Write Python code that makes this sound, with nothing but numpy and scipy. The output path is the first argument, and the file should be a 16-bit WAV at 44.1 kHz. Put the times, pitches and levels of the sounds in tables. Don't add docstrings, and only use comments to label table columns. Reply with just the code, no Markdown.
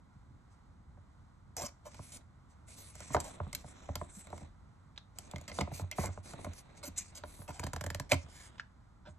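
import sys
import numpy as np
from scipy import signal
from scipy.fft import rfft, irfft
from scipy.io import wavfile

SR = 44100
rng = np.random.default_rng(int(sys.argv[2]) if len(sys.argv) > 2 else 0)


def store_pcm(level_fs):
    pcm = np.round(np.clip(level_fs, -1, 1) * 32767).astype(np.int16)
    wavfile.write(sys.argv[1], SR, np.atleast_2d(pcm).T)


N = 405225

# start_s, knock_db, thud_db
BASE_KNOCKS = [(0.151, -85, -49.5), (0.3, -88, -52.5), (0.972, -62, -51), (1.991, -48.5, -42),
               (3.103, -49, -39), (3.1449, -23.5, -35), (3.1646, -28, -44.5), (3.4002, -37, -31.5),
               (3.466, -53.5, -42), (3.643, -50, -44), (3.8886, -39, -31.5), (4.013, -38, -41),
               (4.3271, -40.5, -41.5), (4.416, -57, -42), (5.334, -44.5, -36), (5.5857, -32, -36),
               (5.616, -41.5, -32), (5.6725, -43.5, -41.5), (5.7155, -45, -36.5), (5.795, -43, -41.5),
               (5.817, -54, -30), (5.838, -55, -46), (5.9834, -31.5, -28), (6.0374, -39.5, -49),
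               (6.048, -44, -34.5), (6.074, -51, -37.5), (6.088, -47.5, -41), (6.1735, -45.5, -40.5),
               (6.387, -49.5, -46), (6.465, -43, -34), (6.88, -59, -44.5), (7.2355, -40.5, -44.5),
               (7.39, -58.5, -43), (7.488, -46.5, -38.5), (8.122, -38, -26), (8.238, -70, -43.5),
               (9.081, -64.5, -45.5)]
# start_s, knock_db, click_db, snap_db,
# part_ring_hz, edge_ping_hz
PLASTIC_CLICKS = [(1.5664, -47, -53, -41.5, 4900, 6300), (1.6197, -46, -52, -44.5, 4950, 7170),
                  (2.953, -57.5, -75, -55, 2120, 7060), (2.994, -67, -70, -63, 2100, 7700),
                  (3.004, -49.5, -54.5, -53, 1390, 7360), (3.147, -34, -40.5, -59, 1510, 7300),
                  (3.166, -45, -47, -62, 1550, 6600), (3.243, -59, -66, -50.5, 2110, 7470),
                  (3.477, -67, -77, -73, 2100, 8150), (3.2015, -49, -53.5, -41.5, 5000, 7530),
                  (3.529, -51, -47, -46, 2100, 8250), (3.5489, -57, -41.5, -38, 4000, 13100),
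                  (3.955, -41.5, -41, -43, 1360, 11900), (4.27, -56.5, -60, -62.5, 2190, 8000),
                  (4.302, -54.5, -65, -67, 3940, 7500), (4.378, -56.5, -61, -61, 2130, 7360),
                  (5.1855, -53, -50.5, -44, 5200, 7970), (5.312, -72, -59, -54, 3550, 7680),
                  (5.3597, -47, -45, -58, 2090, 6670), (5.382, -58, -58, -62, 2170, 6900),
                  (5.412, -56.5, -70, -58.5, 3500, 6900), (5.479, -53, -49, -53, 2050, 7860),
                  (5.516, -49, -47.5, -72, 2050, 6000), (5.588, -45, -44.5, -60, 3610, 7900),
                  (5.6101, -35.5, -37.5, -45, 2116, 5900), (5.9135, -57, -43.5, -44.5, 2090, 5950),
                  (6.033, -43, -62, -65, 2000, 11600), (6.058, -51, -55, -43.5, 2380, 7500),
                  (6.3343, -46, -61.5, -61, 1430, 7360), (6.4454, -42.5, -53, -56, 2125, 6160),
                  (6.5338, -72, -63, -57.5, 1520, 6360), (7.2366, -48.5, -52.5, -78, 1410, 6000),
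                  (7.417, -54, -63, -87, 1550, 6000), (7.479, -57.5, -56.5, -68, 2640, 7900),
                  (8.1225, -34, -41, -41.5, 2110, 6130), (8.132, -33.5, -38.5, -44, 3100, 7740),
                  (8.1411, -39, -44.5, -45.5, 2100, 8300)]
# start_s, end_s, knock_db, click_db, snap_db, ring_hz
SLIDES = [(1.565, 1.62, -45, -55, -51, 660), (1.618, 1.643, -43.5, -56.5, -48, 1070),
          (1.642, 1.667, -51, -56, -51.5, 1060), (1.661, 1.693, -60, -61, -64, 1060),
          (1.851, 1.886, -50.5, -65.5, -62.5, 996), (1.943, 1.948, -54, -58, -61, 2390),
          (2.118, 2.173, -70, -62.5, -53.5, 9600), (2.675, 2.695, -64.5, -72, -64, 2150),
          (3.125, 3.156, -56, -53.5, -53, 2170), (3.2, 3.211, -58, -54, -45, 7670),
          (3.235, 3.297, -53, -64, -57, 720), (5.479, 5.502, -54, -52, -57.5, 2080),
          (5.603, 5.614, -38, -40.5, -66, 874), (5.916, 5.932, -55.5, -47.5, -71, 2620),
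          (5.981, 6.08, -48.5, -53.5, -55.5, 2030), (6.828, 6.85, -49, -51.5, -51, 1370),
          (6.85, 6.885, -63, -58, -49, 12500), (6.959, 7.03, -85, -57, -51, 6500),
          (6.973, 6.995, -64, -52, -42, 7520), (7.147, 7.188, -64, -57.5, -54.5, 6400),
          (7.475, 7.517, -49.5, -59, -59.5, 960), (7.529, 7.708, -60, -67.5, -70, 1000),
          (7.733, 8.007, -65, -78, -97, 1710), (8.093, 8.12, -54, -54, -54, 2290),
          (8.111, 8.116, -29.5, -36, -42, 610), (8.126, 8.136, -34, -36, -44, 2154),
          (8.319, 8.467, -70.5, -64, -64, 1700), (9.051, 9.094, -55.5, -64.5, -89, 1523)]
# start_s, end_s, level_db, pitch_hz
DRAG_SQUEAKS = [(1.569, 1.6, -46.5, 5930), (1.572, 1.598, -53, 7200), (1.564, 1.665, -62, 12800),
                (1.617, 1.628, -49, 6100), (1.646, 1.671, -46.5, 5630), (1.66, 1.668, -44, 7200),
                (3.133, 3.147, -45, 7150), (6.975, 6.987, -34, 7200), (6.987, 7, -44, 6680),
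                (7.15, 7.185, -57, 7300)]
# start_s, level_db, pitch_hz
HAND_BUMPS = [(1.639, -46, 240), (4.167, -46.5, 190), (6.876, -44, 282), (8.122, -37.5, 247)]
# start_s, knock_db, click_db, snap_db, knock_hz, click_hz, slip_s
PLUG_SLIPS = [(7.595, -42.5, -45, -46.5, 970, 2340, 0.0038), (7.6307, -42.5, -60.5, -70, 975, 1550, 0.002),
              (7.6366, -43.5, -44, -59, 633, 1570, 0.0043), (7.666, -42.5, -46.5, -52, 991, 1770, .004),
              (7.733, -40.5, -45, -46, 976, 1380, 0.0025), (7.7617, -41, -46.5, -54.5, 695, 1580, 0.0017),
              (7.8097, -42, -43, -51.5, 617, 1500, 0.0019), (7.8389, -41.5, -45, -52.5, 553, 1670, 0.0023),
              (7.8631, -41, -43.5, -50.5, 575, 1830, 0.0014),
              (7.902, -43.5, -41.5, -53.5, 613, 1760, 0.00065),
              (7.9464, -41, -43, -47.5, 587, 1860, 0.0011), (7.998, -41, -42, -47, 990, 1666, 0.00055)]
# start_s, level_db, pitch_hz, top_hz
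LOOSE_CABLE_TAPS = [(4.977, -45.5, 3830, 5200), (8.597, -39, 1620, 4040)]
# start_s, end_s, relative_db
HAND_TURNS = [(1.83, 2.17, -67), (2.68, 2.98, -68), (3.0, 3.37, -57), (3.42, 4.05, -62), (4.08, 4.45, -64),
              (5.15, 5.46, -62), (5.49, 5.84, -59), (5.93, 6.16, -63), (6.24, 6.5, -56.5),
              (6.55, 7.44, -64.5), (7.48, 8.05, -66.5), (8.2, 8.55, -64)]
# start_s, end_s, relative_hiss_db, relative_sheen_db, sheen_hz
SKIN_SWIPES = [(0.49, 0.53, -79.5, -92, 6500), (1.84, 1.994, -67.5, -85, 8950),
               (1.993, 2.161, -62.5, -64, 10700), (2.48, 2.524, -78, -82, 8500),
               (2.664, 2.767, -64.5, -64.5, 9700), (2.76, 2.808, -64.5, -59.5, 12000),
               (2.815, 2.907, -62, -62, 10300), (2.922, 3.14, -61, -71, 9700),
               (3.173, 3.344, -66, -68, 9450), (3.56, 3.62, -65.5, -81, 12200),
               (3.629, 3.715, -66, -71, 9500), (3.731, 3.93, -100.5, -72, 6760),
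               (3.972, 4.053, -76, -64, 8400), (4.079, 4.24, -71.5, -58.5, 8460),
               (4.114, 4.19, -74, -64, 11200), (4.303, 4.418, -70, -73, 8600),
               (5.144, 5.263, -66.5, -80, 10000), (5.515, 5.587, -59, -60.5, 10400),
               (5.717, 5.799, -54, -58, 12100), (5.95, 6.042, -54, -55.5, 11100),
               (6.101, 6.178, -71, -69.5, 7740), (6.226, 6.327, -61.5, -65, 10400),
               (6.378, 6.452, -65, -67, 9700), (6.524, 6.593, -65, -63, 11000),
               (6.748, 6.772, -62, -63, 6860), (7.025, 7.094, -66, -69, 7650),
               (7.239, 7.445, -68.5, -64, 11100), (7.515, 7.554, -60, -80, 9000),
               (8.176, 8.227, -68, -64.5, 6130), (8.276, 8.472, -64.5, -67.5, 9900),
               (9.068, 9.102, -77, -79, 8300)]
# time_s, delay_s
PALM_DELAYS = [(1.9, 0.0005), (2.7, 0.00049), (3.05, 0.0005), (3.8, 0.00053), (4.2, 0.00051),
               (5.5, 0.00048), (6.3, 0.000489), (7.3, 0.00048), (8.4, 0.0006)]

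# pitch_hz, relative_db, t60_s
HOUSING_MODES = [(279.3, -11, 0.18), (344.6, -14, 0.12), (572.7, -5.5, 0.074), (610.4, 4.5, 0.039),
                 (711.6, -4, 0.068), (846, -12, 0.061), (933, -4.5, 0.045), (1047, -5.5, 0.042),
                 (1221, -10, 0.05), (1473, -4.5, 0.027), (1670, -8, 0.0081), (2050, -9, 0.045),
                 (2200, -8, 0.035), (2412, -7, 0.025), (2660, -11.5, 0.039), (3107, -6, 0.027),
                 (3840, -10.5, 0.018), (4540, 8, 0.0051), (5390, -4, 0.015), (5804, -5, 0.025),
                 (6130, -2.5, 0.016), (7080, 2.5, 0.012), (7470, 0, 0.023), (7990, -0.5, 0.014),
                 (9180, -14, 0.0077), (12200, -17.5, .01), (12500, -12.5, 0.018)]
# pitch_hz, relative_db, t60_s
TABLETOP_MODES = [(45.3, -23, 0.56), (81.8, -4, 0.18), (90.8, -2, 0.15), (137, 0, 0.067),
                  (193, -8.5, 0.078), (275.2, -18.5, .12)]
# pitch_hz, relative_db, t60_s
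SOCKET_MODES = [(330, -9, 0.03), (594, 2, 0.052), (645, -3.5, .04), (883, -11.5, 0.042), (2072, -9.5, .05),
                (2150, -11.5, 0.045), (2470, -12.5, .04), (3090, -13.5, 0.04), (4330, -8, 0.031),
                (6160, -23.5, 0.09)]
# low_hz, high_hz
HOUSING_BANDS = [(280, 1700), (1450, 5000), (5000, 13000)]
# click_minus_knock_db, knock_top_hz
CONTACT_SOFTNESS = [(-24, 1400), (-18.5, 1430), (-2, 2770), (20, 5100)]
# frequency_hz, relative_db
RUB_SPECTRUM = [(150, -2), (280, 0), (420, -6), (620, 0), (820, -2), (1020, -1), (1700, -13.5), (1900, -13),
                (2170, -13), (2500, -13), (4000, -16), (6000, -45.5)]
# frequency_hz, relative_db
HISS_SPECTRUM = [(1500, -13.5), (2200, 0), (2900, 0.5), (3900, -3.5), (4700, 2), (6000, 2.5), (7500, 6.5),
                 (9000, 0.5), (10500, -16.5), (13000, -42.5)]
# frequency_hz, relative_db
SHEEN_SPECTRUM = [(6000, -23), (9000, 4.5), (10400, 2.5), (11800, -15), (14500, -32)]
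# frequency_hz, relative_db
ROOM_SPECTRUM = [(20, -54), (27, -31), (34, -9), (45, -5.5), (85, -1.5), (130, -8.5), (250, -16),
                 (400, -28.5), (600, -28), (900, -23.5), (1400, -26.5), (1750, -35.5), (2000, -33),
                 (2600, -45), (4000, -42), (4900, -46.5), (6000, -46), (8000, -46), (12000, -64)]
# frequency_hz, correlation
PORT_LIKENESS = [(60, 0.99), (250, 0.59), (630, 0), (1400, 0.7), (3000, 0), (6500, 1), (14000, 0.3)]
# frequency_hz, left_lead_rad, left_minus_right_db
PORT_RESPONSE = [(30, -0.5, 1.5), (100, 0.29, -1.5), (513, 0.68, -2), (1030, 0.81, -1.5), (2230, 1, -2.5),
                 (3890, 1, -1), (4540, 2.5, -4), (4720, 4, -5), (6700, 6, 2), (7700, 5.5, -0.5),
                 (10630, 8.5, 0), (14900, 5.5, -0.5)]

SWIPE_ATTACK_S, SWIPE_RELEASE_S = 0.032, 0.036


def base_knocks(rim_hz=897, rim_scatter=0.15, top_hz=2400):
    out = np.zeros(N)
    wave = from_db(-5.5) * table_wave(start_hz=2882, spread_s=0.004656, t60=0.11)
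    for start, knock_db, thud_db in BASE_KNOCKS:
        rap_hz = rim_hz * np.exp(rim_scatter * rng.standard_normal())
        rap = from_db(-10.5) * local_ring(rap_hz, t60=0.015, build_cycles=1.3)
        add(out, start, contact(thud_db, knock_db, knock_db - 22, knock_db - 40, wave + rap, ring=wave))
    return low_pass(out, top_hz)


def plastic_clicks(thud_over_knock_db=2.5):
    out = np.zeros(N)
    wave = from_db(-8) * table_wave(start_hz=2950, spread_s=0.00448, t60=0.16)
    for start, knock_db, click_db, snap_db, ring_hz, ping_hz in PLASTIC_CLICKS:
        ring = from_db(-7.5) * local_ring(ring_hz, t60=0.019, build_cycles=3.4)
        ping = from_db(-6) * local_ring(ping_hz, t60=0.014, build_cycles=9.6)
        thud_db = knock_db + thud_over_knock_db
        add(out, start, contact(thud_db, knock_db, click_db, snap_db, wave, ring, ping))
    return out


def plug_ticks(thud_over_knock_db=4.5):
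    out = np.zeros(N)
    wave = from_db(-0.5) * table_wave(start_hz=2424, spread_s=0.00551, t60=0.062)
    upper_bands = (HOUSING_BANDS[1][0], HOUSING_BANDS[2][1])
    for start, knock_db, click_db, snap_db, knock_hz, click_hz, slip_s in PLUG_SLIPS:
        body = wave + from_db(-2.5) * local_ring(knock_hz, t60=0.027, build_cycles=2.1)
        ring = wave + from_db(-2.5) * local_ring(click_hz, t60=0.0097, build_cycles=1.0)
        add(out, start, contact(knock_db + thud_over_knock_db, knock_db, click_db, snap_db, body, ring))
        catch = unit_blow(band(housing_answer(), upper_bands))
        add(out, start + slip_s, from_db(click_db - 5) * catch)
    return out


def unplug(start_s=8.1185):
    out, t = np.zeros(N), np.arange(SR // 4) / SR
    crack = band(rng.standard_normal(len(t)) * decay(t, t60=0.02), [2800, 9500])
    latch = local_ring(hz=2420, t60=0.006, build_cycles=2.7)
    socket = ringing(SOCKET_MODES, t, scatter_db=0.5, build_cycles=1.0)
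    add(out, start_s, from_db(-30) * unit_blow(crack))
    add(out, start_s, from_db(-24.5) * latch)
    add(out, start_s, from_db(-22.5) * unit_blow(socket))
    return out


def scrapes(judder_db=1.0, swell_power=0.085):
    out = np.zeros(N)
    for start, end, *levels_db, ring_hz in SLIDES:
        size = max(round((end - start) * SR), 100)
        catches = slips(SR // 2, per_s=1500, uneven_db=3.0)
        catches *= from_db(-judder_db * drift(per_s=220, size=SR // 2))
        answer = unit_blow(housing_answer())
        spot = from_db(-8.5) * local_ring(ring_hz, t60=0.017, build_cycles=0.86)
        rasp = signal.fftconvolve(catches[:size] * np.hanning(size) ** swell_power, answer + spot)
        for edges, db in zip(HOUSING_BANDS, levels_db):
            part = band(band(rasp, edges), edges)
            mean_power = (np.sum(part ** 2) + 1e-20) / size
            add(out, start, from_db(db) * part / np.sqrt(mean_power))
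    return out


def squeaks(edge_ratio=1.11):
    out = np.zeros(N)
    for start, end, db, hz in DRAG_SQUEAKS:
        gain = stroke(end - start, attack_s=0.0015, release_s=0.0047)
        grain = band(slips(SR // 2, per_s=2200, uneven_db=1.5), [hz / edge_ratio, hz * edge_ratio])
        add(out, start, from_db(db) * gain * unit_rms(grain[:len(gain)]))
    return out


def hand_bumps():
    out = np.zeros(N)
    for start, db, hz in HAND_BUMPS:
        add(out, start, from_db(db) * local_ring(hz, t60=0.072, build_cycles=1.3))
    return out


def cable_taps(lead_in_s=0.016, low_hz=600):
    out, t = np.zeros(N), np.arange(SR // 8) / SR
    for start, db, hz, top_hz in LOOSE_CABLE_TAPS:
        lead_in = band(rng.standard_normal(len(t)) * decay(t, t60=0.08), [low_hz, top_hz])
        crack = band(rng.standard_normal(len(t)) * decay(t, t60=0.04), [low_hz, top_hz])
        ring = from_db(-6) * local_ring(hz, t60=0.006, build_cycles=1.5)
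        add(out, start - lead_in_s, from_db(db - 18.5) * unit_blow(lead_in))
        add(out, start, from_db(db) * unit_blow(crack + ring))
    return low_pass(out, hz=7500)


def finger_rub():
    hold = strokes(HAND_TURNS, attack_s=0.019, release_s=0.086)
    swipe = strokes(SKIN_SWIPES, SWIPE_ATTACK_S, SWIPE_RELEASE_S)
    hiss = np.hypot(swipe, from_db(-16) * hold)
    rub = np.array([from_db(-3) * skin_sheen() + hiss * skin_grit() for _ in range(2)])
    for gain, db, spectrum in [(hold, -2, RUB_SPECTRUM), (hiss, -1, HISS_SPECTRUM)]:
        grain = np.array([slips(N, per_s=6000, uneven_db=2.5) for _ in range(2)])
        rub += gain * from_db(db) * coloured(grain, spectrum)
    stutter = from_db(2 * drift(per_s=170))
    grip = from_db(2 * drift(per_s=38))
    return diffuse_pair(*palm_echo(cupped_hand(rub * stutter * grip)))


def skin_sheen(reference_hz=9900):
    out, hz = np.zeros(N), np.fft.rfftfreq(SR, 1 / SR)
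    for start, end, _, db, sheen_hz in SKIN_SWIPES:
        gain = stroke(end - start, SWIPE_ATTACK_S, SWIPE_RELEASE_S)
        colour = from_db(at_hz(SHEEN_SPECTRUM, hz * reference_hz / sheen_hz))
        catches = slips(SR, per_s=11000, uneven_db=5.5)
        grain = unit_rms(irfft(rfft(catches) * colour, SR))
        add(out, start, from_db(db) * gain * grain[:len(gain)])
    return out


def skin_grit():
    catches = slips(N, per_s=260, uneven_db=4.5)
    crackle = signal.fftconvolve(catches, housing_answer())[:N]
    return from_db(-12.5) * unit_rms(band(crackle, [1900, 10500]))


def cupped_hand(x, waver_db=2.2):
    hz, centres_hz = np.fft.rfftfreq(N, 1 / SR), np.geomspace(900, 13000, 12)
    spectrum, out = rfft(x), 0
    for one_band in np.eye(len(centres_hz)):
        share = np.interp(hz, centres_hz, one_band)
        out = out + irfft(spectrum * share, N) * from_db(waver_db * drift(per_s=14))
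    return out


def palm_echo(pair, echo_db=-8.5):
    n = np.arange(N)
    delay_s = np.interp(n / SR, *np.transpose(PALM_DELAYS))
    echo = np.array([np.interp(n - SR * delay_s, n, x) for x in pair])
    return pair + from_db(echo_db) * echo


def contact(thud_db, knock_db, click_db, snap_db, body, ring, ping=0):
    t = np.arange(SR // 4) / SR
    out = from_db(thud_db) * unit_blow(ringing(TABLETOP_MODES, t, scatter_db=4.0, build_cycles=1.5))
    answer = unit_blow(housing_answer())
    knock_top_hz = np.interp(click_db - knock_db, *np.transpose(CONTACT_SOFTNESS))
    bands = [(HOUSING_BANDS[0][0], knock_top_hz), *HOUSING_BANDS[1:]]
    for part, edges, db in zip((body, ring, ping), bands, (knock_db, click_db, snap_db)):
        add(out, 0, from_db(db) * unit_blow(band(band(answer + part, edges), edges)))
    return out


def housing_answer(detune=0.015):
    t = np.arange(SR // 8) / SR
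    crack = from_db(5) * decay(t, t60=0.017)
    rattle = from_db(-12) * decay(t, t60=0.082)
    grip_shift = 1 + detune * rng.standard_normal()
    modes = ringing(HOUSING_MODES, t * grip_shift, scatter_db=3.0, build_cycles=0.75)
    return modes + (crack + rattle) * rng.standard_normal(len(t))


def table_wave(start_hz, spread_s, t60):
    t = np.arange(SR // 8) / SR
    cycles = start_hz * spread_s * t / (t + spread_s)
    return unit_blow(decay(t, t60) * np.sin(2 * np.pi * cycles))


def local_ring(hz, t60, build_cycles):
    t = np.arange(SR // 8) / SR
    return unit_blow(ringing([(hz, 0, t60)], t, 0, build_cycles))


def ringing(modes, t, scatter_db, build_cycles):
    hz, db, t60 = np.array(modes).T[:, :, None]
    strength = from_db(db + scatter_db * rng.standard_normal(hz.shape))
    swell = 1 - np.exp(-(hz * t / build_cycles) ** 2)
    tones = np.sin(2 * np.pi * (hz * t + rng.random(hz.shape)))
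    return np.sum(strength * swell * decay(t, t60) * tones, axis=0)


def slips(size, per_s, uneven_db):
    caught = rng.random(size) < per_s / SR
    strength = from_db(uneven_db * np.minimum(rng.exponential(1, size), 4))
    return caught * strength * rng.choice([-1, 1], size)


def strokes(rows, attack_s, release_s):
    gain = np.zeros(N)
    for start, end, db, *_ in rows:
        add(gain, start, from_db(db) * stroke(end - start, attack_s, release_s))
    return gain


def stroke(length_s, attack_s, release_s, swell_db=1.5):
    length_s = max(length_s, attack_s)
    total_s = length_s + release_s
    t = np.arange(int(total_s * SR)) / SR
    speed = np.sin(np.pi * t / total_s)
    touch = np.interp(t, [0, attack_s, length_s, total_s], [0, 1, 1, 0])
    return touch * from_db(swell_db * (speed - speed.mean()))


def room_tail(x, level_db=-16.5, t60=0.22, build_s=0.0013):
    t = np.arange(SR // 2) / SR
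    tail = band(rng.standard_normal((2, len(t))), [180, 7500])
    tail *= decay(t, t60) * (1 - np.exp(-t / build_s))
    tail /= np.sqrt(np.sum(tail ** 2) / 2)
    return from_db(level_db) * signal.fftconvolve(x[None], tail, axes=1)[:, :N]


def room_tone(level_db=-58.5, rumble_top_hz=450):
    tone = from_db(level_db) * coloured(diffuse_pair(*rng.standard_normal((2, N))), ROOM_SPECTRUM)
    rumble = signal.sosfiltfilt(signal.butter(2, rumble_top_hz, fs=SR, output="sos"), tone)
    air = (tone - rumble) * from_db(0.8 * drift(per_s=7))
    return air + rumble * from_db(1.5 * drift(per_s=14))


def at_ports(x):
    hz = np.fft.rfftfreq(N, 1 / SR)
    lead_rad, balance_db = at_hz(PORT_RESPONSE, hz), at_hz(PORT_RESPONSE, hz, column=2)
    left = from_db(balance_db / 2)
    right = from_db(-balance_db / 2) * np.exp(-1j * lead_rad)
    return irfft(rfft(x) * np.array([left, right]), N)


def diffuse_pair(a, b):
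    alike = np.clip(at_hz(PORT_LIKENESS, np.fft.rfftfreq(N, 1 / SR)), 0, 1)
    mid, side = np.sqrt(1 + alike) * rfft(a), np.sqrt(1 - alike) * rfft(b)
    return irfft(np.array([mid + side, mid - side]), N)


def coloured(x, spectrum):
    gain = from_db(at_hz(spectrum, np.fft.rfftfreq(N, 1 / SR)))
    return unit_rms(irfft(rfft(x) * gain, N))


def drift(per_s, size=N):
    knots = rng.standard_normal(4000)
    return np.interp(np.arange(size) * per_s / SR, np.arange(len(knots)), knots)


def at_hz(points, hz, column=1):
    points = np.array(points)
    return np.interp(np.log(hz + 1), np.log(points[:, 0]), points[:, column])


def band(x, edges_hz):
    return signal.sosfilt(signal.butter(2, edges_hz, "band", fs=SR, output="sos"), x)


def low_pass(x, hz):
    return signal.sosfilt(signal.butter(4, hz, fs=SR, output="sos"), x)


def from_db(db):
    return 10 ** (np.asarray(db) / 20)


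def decay(t, t60):
    return from_db(-60 * t / t60)


def unit_rms(x):
    return x / np.sqrt(np.mean(x ** 2) + 1e-20)


def unit_blow(x):
    return x / np.sqrt(np.sum(x ** 2) / (0.01 * SR) + 1e-20)


def add(track, start_s, sound):
    start = max(round(start_s * SR), 0)
    track[start:start + len(sound)] += sound[:len(track) - start]


def scene():
    camera = base_knocks() + plastic_clicks() + hand_bumps() + plug_ticks()
    camera = camera + cable_taps() + scrapes() + squeaks() + unplug()
    return at_ports(camera + finger_rub() + room_tone()) + room_tail(camera)


def record(dry, cutoff_hz=13950):
    return signal.sosfilt(signal.ellip(10, 0.2, 80, cutoff_hz, fs=SR, output="sos"), dry)


dry = scene()
out = record(dry)
store_pcm(out)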